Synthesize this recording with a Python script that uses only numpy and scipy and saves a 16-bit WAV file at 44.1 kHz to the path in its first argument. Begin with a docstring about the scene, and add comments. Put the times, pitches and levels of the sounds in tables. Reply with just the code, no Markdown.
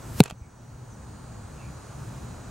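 """Arrow into a block target

In an open yard a thin hiss swells into one sharp smack with a low thump, then the shaft rattles briefly.
Wind rumbles and hisses, far birds chirp, insects shimmer and a thin whine hangs in the air.
The smack overloads the microphone; gain control ducks the yard and lets it creep back."""
import sys
import numpy as np
from scipy import signal
from scipy.fft import rfft, irfft
from scipy.io import wavfile
from scipy.ndimage import uniform_filter1d

SR = 44100
rng = np.random.default_rng(int(sys.argv[2]) if len(sys.argv) > 2 else 0)


def materialize(psi):
    """Save the field psi as 16-bit PCM at rate SR to the path in sys.argv[1].

    A 1-D psi becomes a single channel; in a 2-D psi each row is a channel.
    """
    bounded = np.clip(np.atleast_2d(psi).T, -1, 1)
    quanta = np.round(bounded * 32767).astype(np.int16)
    wavfile.write(sys.argv[1], SR, quanta)


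N = 110250
T = np.arange(N) / SR
HIT_S = .2021
CRACK_S = HIT_S + .00224

# Stereo width of the yard. Each row: frequency in Hz, left-right correlation (capped at 1 in use).
YARD_LIKENESS = [(60, 4.1), (250, 0.42), (1000, 0.55), (2500, 0.99), (6000, 1.04), (12000, -0.2)]
# Stereo balance of the yard. Each row: frequency in Hz, left minus right in dB.
YARD_LEAN = [(60, 0.53), (250, 1), (700, -1.2), (2000, -1.4), (6000, -0.16), (12000, -1.3)]
# Stereo width of the arrow. Each row: frequency in Hz, left-right correlation.
ARROW_LIKENESS = [(500, 0.65), (2500, 0.96), (5000, 0.78), (8000, 0.68), (12000, 0.65)]
# Stereo balance of the arrow. Each row: frequency in Hz, left minus right in dB.
ARROW_LEAN = [(500, -1), (3000, -1.5), (6000, -0.5), (9000, 3.5), (14000, -1)]


def amp(db):
    """Decibels to gain."""
    return 10 ** (np.asarray(db) / 20)


def unit(x):
    """Scales to rms 1."""
    return x / np.sqrt(np.mean(x ** 2) + 1e-20)


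def curve(points, hz):
    """Reads a table on a log-frequency axis."""
    f, value = np.transpose(points)
    return np.interp(np.log(hz + 1), np.log(f + 1), value)


def drift(rate_hz):
    """Smooth random motion of rms 1, mostly slower than the given rate."""
    hz = np.fft.rfftfreq(N, 1 / SR)
    return unit(irfft(rfft(rng.standard_normal(N)) * (hz > 0) / (1 + (hz / rate_hz) ** 4), N))


def noise(colour, likeness=YARD_LIKENESS, lean=YARD_LEAN, tilt_db=0):
    """Stereo noise of rms 1 with a given colour, width and balance, tilted per octave around 3 kHz."""
    hz = np.fft.rfftfreq(N, 1 / SR)
    common, separate = rfft(rng.standard_normal((2, N)))
    same = np.clip(curve(likeness, hz), -1, 1)
    side = amp(curve(lean, hz) / 2)
    pair = np.array([common * side, (same * common + np.sqrt(1 - same ** 2) * separate) / side])
    return unit(irfft(pair * amp(curve(colour, hz) + tilt_db * np.log2(hz / 3000 + .1)), N))


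def burst(at, rise_s, fall_s):
    """Envelope that swells to 1 at a moment and dies away."""
    return np.exp(-np.maximum(at - T, 0) / rise_s - np.maximum(T - at, 0) / fall_s)


def scatter(x, t60_s=.073):
    """Short diffuse tail thrown back by the lawn and things nearby."""
    tail = noise([(200, 0), (3000, 0), (12000, -8)]) * amp(-60 * T / t60_s)
    return signal.fftconvolve(x, tail / np.linalg.norm(tail[0]), axes=1)[:, :N]


def whine(rest_db=-6, swell_s=.5, waver_db=1.8, wander_hz=10):
    """Faint high tones that swell and waver, each reaching the two channels out of step."""
    # The tones. Each row: pitch in Hz, level at the crest in dB, time of the crest in seconds.
    tones = [(3960, -68, 2.35), (4395, -66, 1.5), (4640, -70, 1.3), (5130, -71, 2.1), (5830, -68, .4),
             (5930, -64, .6), (5959, -66, 2.3), (6350, -67, 1.4), (6444, -70, 2.0), (6560, -67, .5),
             (6805, -70, 1.6), (6842, -63, 2.05), (7080, -65, 1.2), (7337, -70, 2.4), (7537, -66, .1),
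             (7700, -73, 2.3), (7913, -71, 2.4), (8021, -67, .1), (8053, -67, 1.1), (8549, -68, 1.15),
             (9044, -68, 1.7), (9480, -72, 1.3), (9980, -74, 1.9)]
    out = np.zeros((2, N))
    for hz, db, crest in tones:
        phase = 2 * np.pi * np.cumsum(hz + wander_hz * drift(45)) / SR
        resting = 1 - np.exp(-((T - crest) / swell_s) ** 2)
        level = amp(db + rest_db * resting + waver_db * drift(4))
        out += np.sqrt(2) * level * np.sin(phase + rng.normal(0, .7, (2, 1)))
    return out


def insects():
    """Far insects: a soft, wide shimmer that grows slowly and eases at the end."""
    # Colour of the shimmer. Each row: frequency in Hz, relative level in dB.
    colour = [(1500, -30), (2500, -0.5), (3400, -7.5), (4400, -10), (5400, -8), (6600, -10.5), (8800, -10),
              (10200, -9), (15000, -17)]
    # Swell of the shimmer. Each row: time in seconds, level in dB.
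    swell = [(0, -71), (.7, -66), (1.3, -68.5), (1.8, -63.5), (2.15, -58.5), (2.5, -65.5)]
    shimmer = noise(colour, likeness=[(2000, .59), (5000, 1.0), (10000, .13)])
    return amp(np.interp(T, *np.transpose(swell))) * shimmer


def birds(blur_hz=150, wet=.7):
    """Short falling or level notes, blurred by distance."""
    # The calls. Each row: start and length in seconds, first and last pitch in Hz, level in dB.
    chirps = [(0.344, 0.077, 6490, 5840, -48.5), (0.393, 0.086, 2196, 2200, -54),
              (0.874, 0.087, 6600, 5630, -50), (1.547, 0.16, 2530, 2490, -53)]
    out = np.zeros(N)
    for at, length, start_hz, end_hz, db in chirps:
        progress = np.clip((T - at) / length, 0, 1)
        hz = start_hz + (end_hz - start_hz) * progress + blur_hz * drift(135)
        out += amp(db) * np.sin(np.pi * progress) * np.sin(2 * np.pi * np.cumsum(hz) / SR)
    return (1 - wet) * out + wet * scatter(out[None])


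def wind(air_db=-45.5):
    """Wind on the microphone: a lumpy rumble and two buffets, with the steady hiss of the yard."""
    # Strength of the rumble. Each row: time in seconds, level in dB.
    gusts = [(0, -42.5), (.09, -37), (.2, -36.5), (.42, -37.5), (.55, -41.5), (.63, -37), (.95, -38),
             (1.3, -38.5), (1.5, -39), (1.74, -37.5), (1.85, -45), (2.0, -36.5), (2.25, -39), (2.5, -40.5)]
    # Colour of the rumble. Each row: frequency in Hz, relative level in dB.
    rumble_colour = [(15, -54), (35, -12), (65, -2), (95, -4), (120, 2.5), (165, -9.5), (230, -10.5),
                     (330, -20.5), (700, -49)]
    # Low buffets. Each row: centre in seconds, level in dB, half-width in seconds, pitch in Hz.
    puffs = [(0.326, -17, 0.0026, 130), (.422, -22, 0.0064, 75)]
    # Colour of the air over the yard. Each row: frequency in Hz, relative level in dB.
    air_colour = [(100, 0), (300, 0.5), (550, -0.5), (900, -1), (1400, -4.5), (2000, -14.5), (3300, -21),
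                  (4500, -20), (5400, -22), (6500, -21), (9000, -20.5), (11000, -28), (15500, -55)]
    rumble = amp(np.interp(T, *np.transpose(gusts))) * noise(rumble_colour)
    buffets = sum(amp(db) * np.exp(-((T - at) / width) ** 2) * np.cos(2 * np.pi * hz * (T - at))
                  for at, db, width, hz in puffs)
    return rumble + buffets + amp(air_db) * noise(air_colour)


def flight(hiss_db=-48, growth_db_per_s=59, rush_db=-36.5, rush_s=.015):
    """The arrow in the air: a thin hiss grows, rushing up just before it lands."""
    # Colour of the hiss. Each row: frequency in Hz, relative level in dB.
    colour = [(300, -8), (1500, 2), (4000, -3), (8000, -1.5), (12000, -1.5), (15500, -6)]
    to_hit_s = abs(HIT_S - T)
    level = amp(hiss_db - growth_db_per_s * to_hit_s) + amp(rush_db) * np.exp(-to_hit_s / rush_s)
    return level * (T < CRACK_S) * noise(colour, ARROW_LIKENESS, ARROW_LEAN)


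def rattle():
    """The quivering shaft ticks and scrapes a few times."""
    # The ticks. Each row: peak time in seconds, level in dB, rise and fall in seconds,
    # treble tilt in dB per octave.
    ticks = [(.2320, -24, 0.00043, 0.0004, 0), (0.2374, -7.5, 0.0001, .0009, 9),
             (0.2376, -16, 0.0012, 0.0021, 1), (0.252, -28.5, 0.0018, 0.0011, 0),
             (0.2594, -18, 0.0025, 0.0039, -2), (0.281, -26.5, 0.0059, 0.0041, -2),
             (0.3016, -21, 0.0025, 0.0014, 1), (0.3093, -18, 0.00056, .0015, -1)]
    # Colour of the ticks. Each row: frequency in Hz, relative level in dB.
    colour = [(150, -8), (450, 2), (1300, -1), (1900, -4), (2650, 1), (3300, -5), (5200, -11), (7300, -6),
              (9000, -15), (10700, -16), (15500, -28)]
    return sum(amp(db) * burst(at, rise, fall) * noise(colour, ARROW_LIKENESS, ARROW_LEAN, tilt)
               for at, db, rise, fall, tilt in ticks)


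def crack(level_db=-8.5, tail_db=-15.5, rise_s=.00075):
    """The bright smack at the height of the blow: a snap of noise with a short tail."""
    # Colour of the smack. Each row: frequency in Hz, relative level in dB.
    colour = [(200, -10), (1000, -16), (1900, -6.5), (2200, 4.5), (3100, -5), (4000, 2.5), (5500, -12),
              (7500, -5), (9500, -11.5), (11300, -6), (15500, -17)]
    snap = burst(CRACK_S, rise_s, fall_s=.00087)
    tail = amp(tail_db) * burst(CRACK_S, rise_s, fall_s=.0054)
    return amp(level_db) * (snap + tail) * noise(colour, ARROW_LIKENESS, ARROW_LEAN)


def thump():
    """The blow on the target: a low, well damped push whose pitch sags, with a few dead resonances."""
    # Ring of the blow. Each row: frequency in Hz, level in dB, seconds to fall by 60 dB.
    modes = [(418, -8, 0.056), (488.5, 4, 0.018), (754, -1, 0.02), (860, -9.5, 0.018), (1461, -4, 0.012)]
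    start_hz, end_hz, sag_s = 236, 123, .0067
    push_db, peak_s, damping = 3, .007, 1.49
    ring_lag_s, ring_rise_s = .00115, .0014
    age = np.maximum(T - HIT_S, 0)
    hz = end_hz + (start_hz - end_hz) / (1 + (age / sag_s) ** 4)
    envelope = age / peak_s * np.exp((1 - (age / peak_s) ** damping) / damping)
    push = amp(push_db) * envelope * np.sin(2 * np.pi * np.cumsum(hz * (age > 0)) / SR)
    ring_age = np.maximum(age - ring_lag_s, 0)
    ring = sum(amp(db - 60 * ring_age / t60) * np.sin(2 * np.pi * f * ring_age) for f, db, t60 in modes)
    ring *= 1 - np.exp(-ring_age / ring_rise_s)
    return push * amp([[.45], [-.45]]) + ring * amp([[-.7], [.7]])  # push leans left, ring right


def scene():
    """The arrow and its short reflections over the bed of the yard."""
    smack, ticks = crack(), rattle()
    arrow = thump() + smack + ticks + flight()
    reflections = scatter(amp(-22) * smack + amp(-11.5) * ticks)
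    return arrow + reflections + wind() + birds() + insects() + whine()


def record(dry):
    """Bass cut, gain control that ducks fast and recovers slowly, overload, faint tone, band limit."""
    low_cut_hz, high_cut_hz = 12, 15950
    threshold_db, attack_s, recover_s = -14, .012, .75
    tone_hz, tone_db, beat_hz, beat_depth = 15735, -80.5, 13, .35
    dry = signal.sosfilt(signal.butter(1, low_cut_hz, "highpass", fs=SR, output="sos"), dry)
    power_db = 10 * np.log10(abs(uniform_filter1d((dry ** 2).mean(0), size=200)) + 1e-12)
    excess_db = np.maximum(power_db - threshold_db, 0)
    release = np.exp(-T / recover_s)
    held_db = np.maximum.accumulate(excess_db / release) * release  # each peak is caught, then let go
    pole = np.exp(-1 / (attack_s * SR))
    duck_db = signal.lfilter([1 - pole], [1, -pole], held_db)
    clipped = np.clip(dry / amp(duck_db), -1, 1)
    beat = 1 + beat_depth * np.sin(2 * np.pi * beat_hz * T)
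    electronic_tone = np.sqrt(2) * amp(tone_db) * beat * np.sin(2 * np.pi * tone_hz * T)
    lowpass = signal.firwin(801, high_cut_hz, window=("kaiser", 8), fs=SR)
    return signal.oaconvolve(clipped + electronic_tone, lowpass[None], "same", axes=1)


dry = scene()
out = record(dry)
materialize(out)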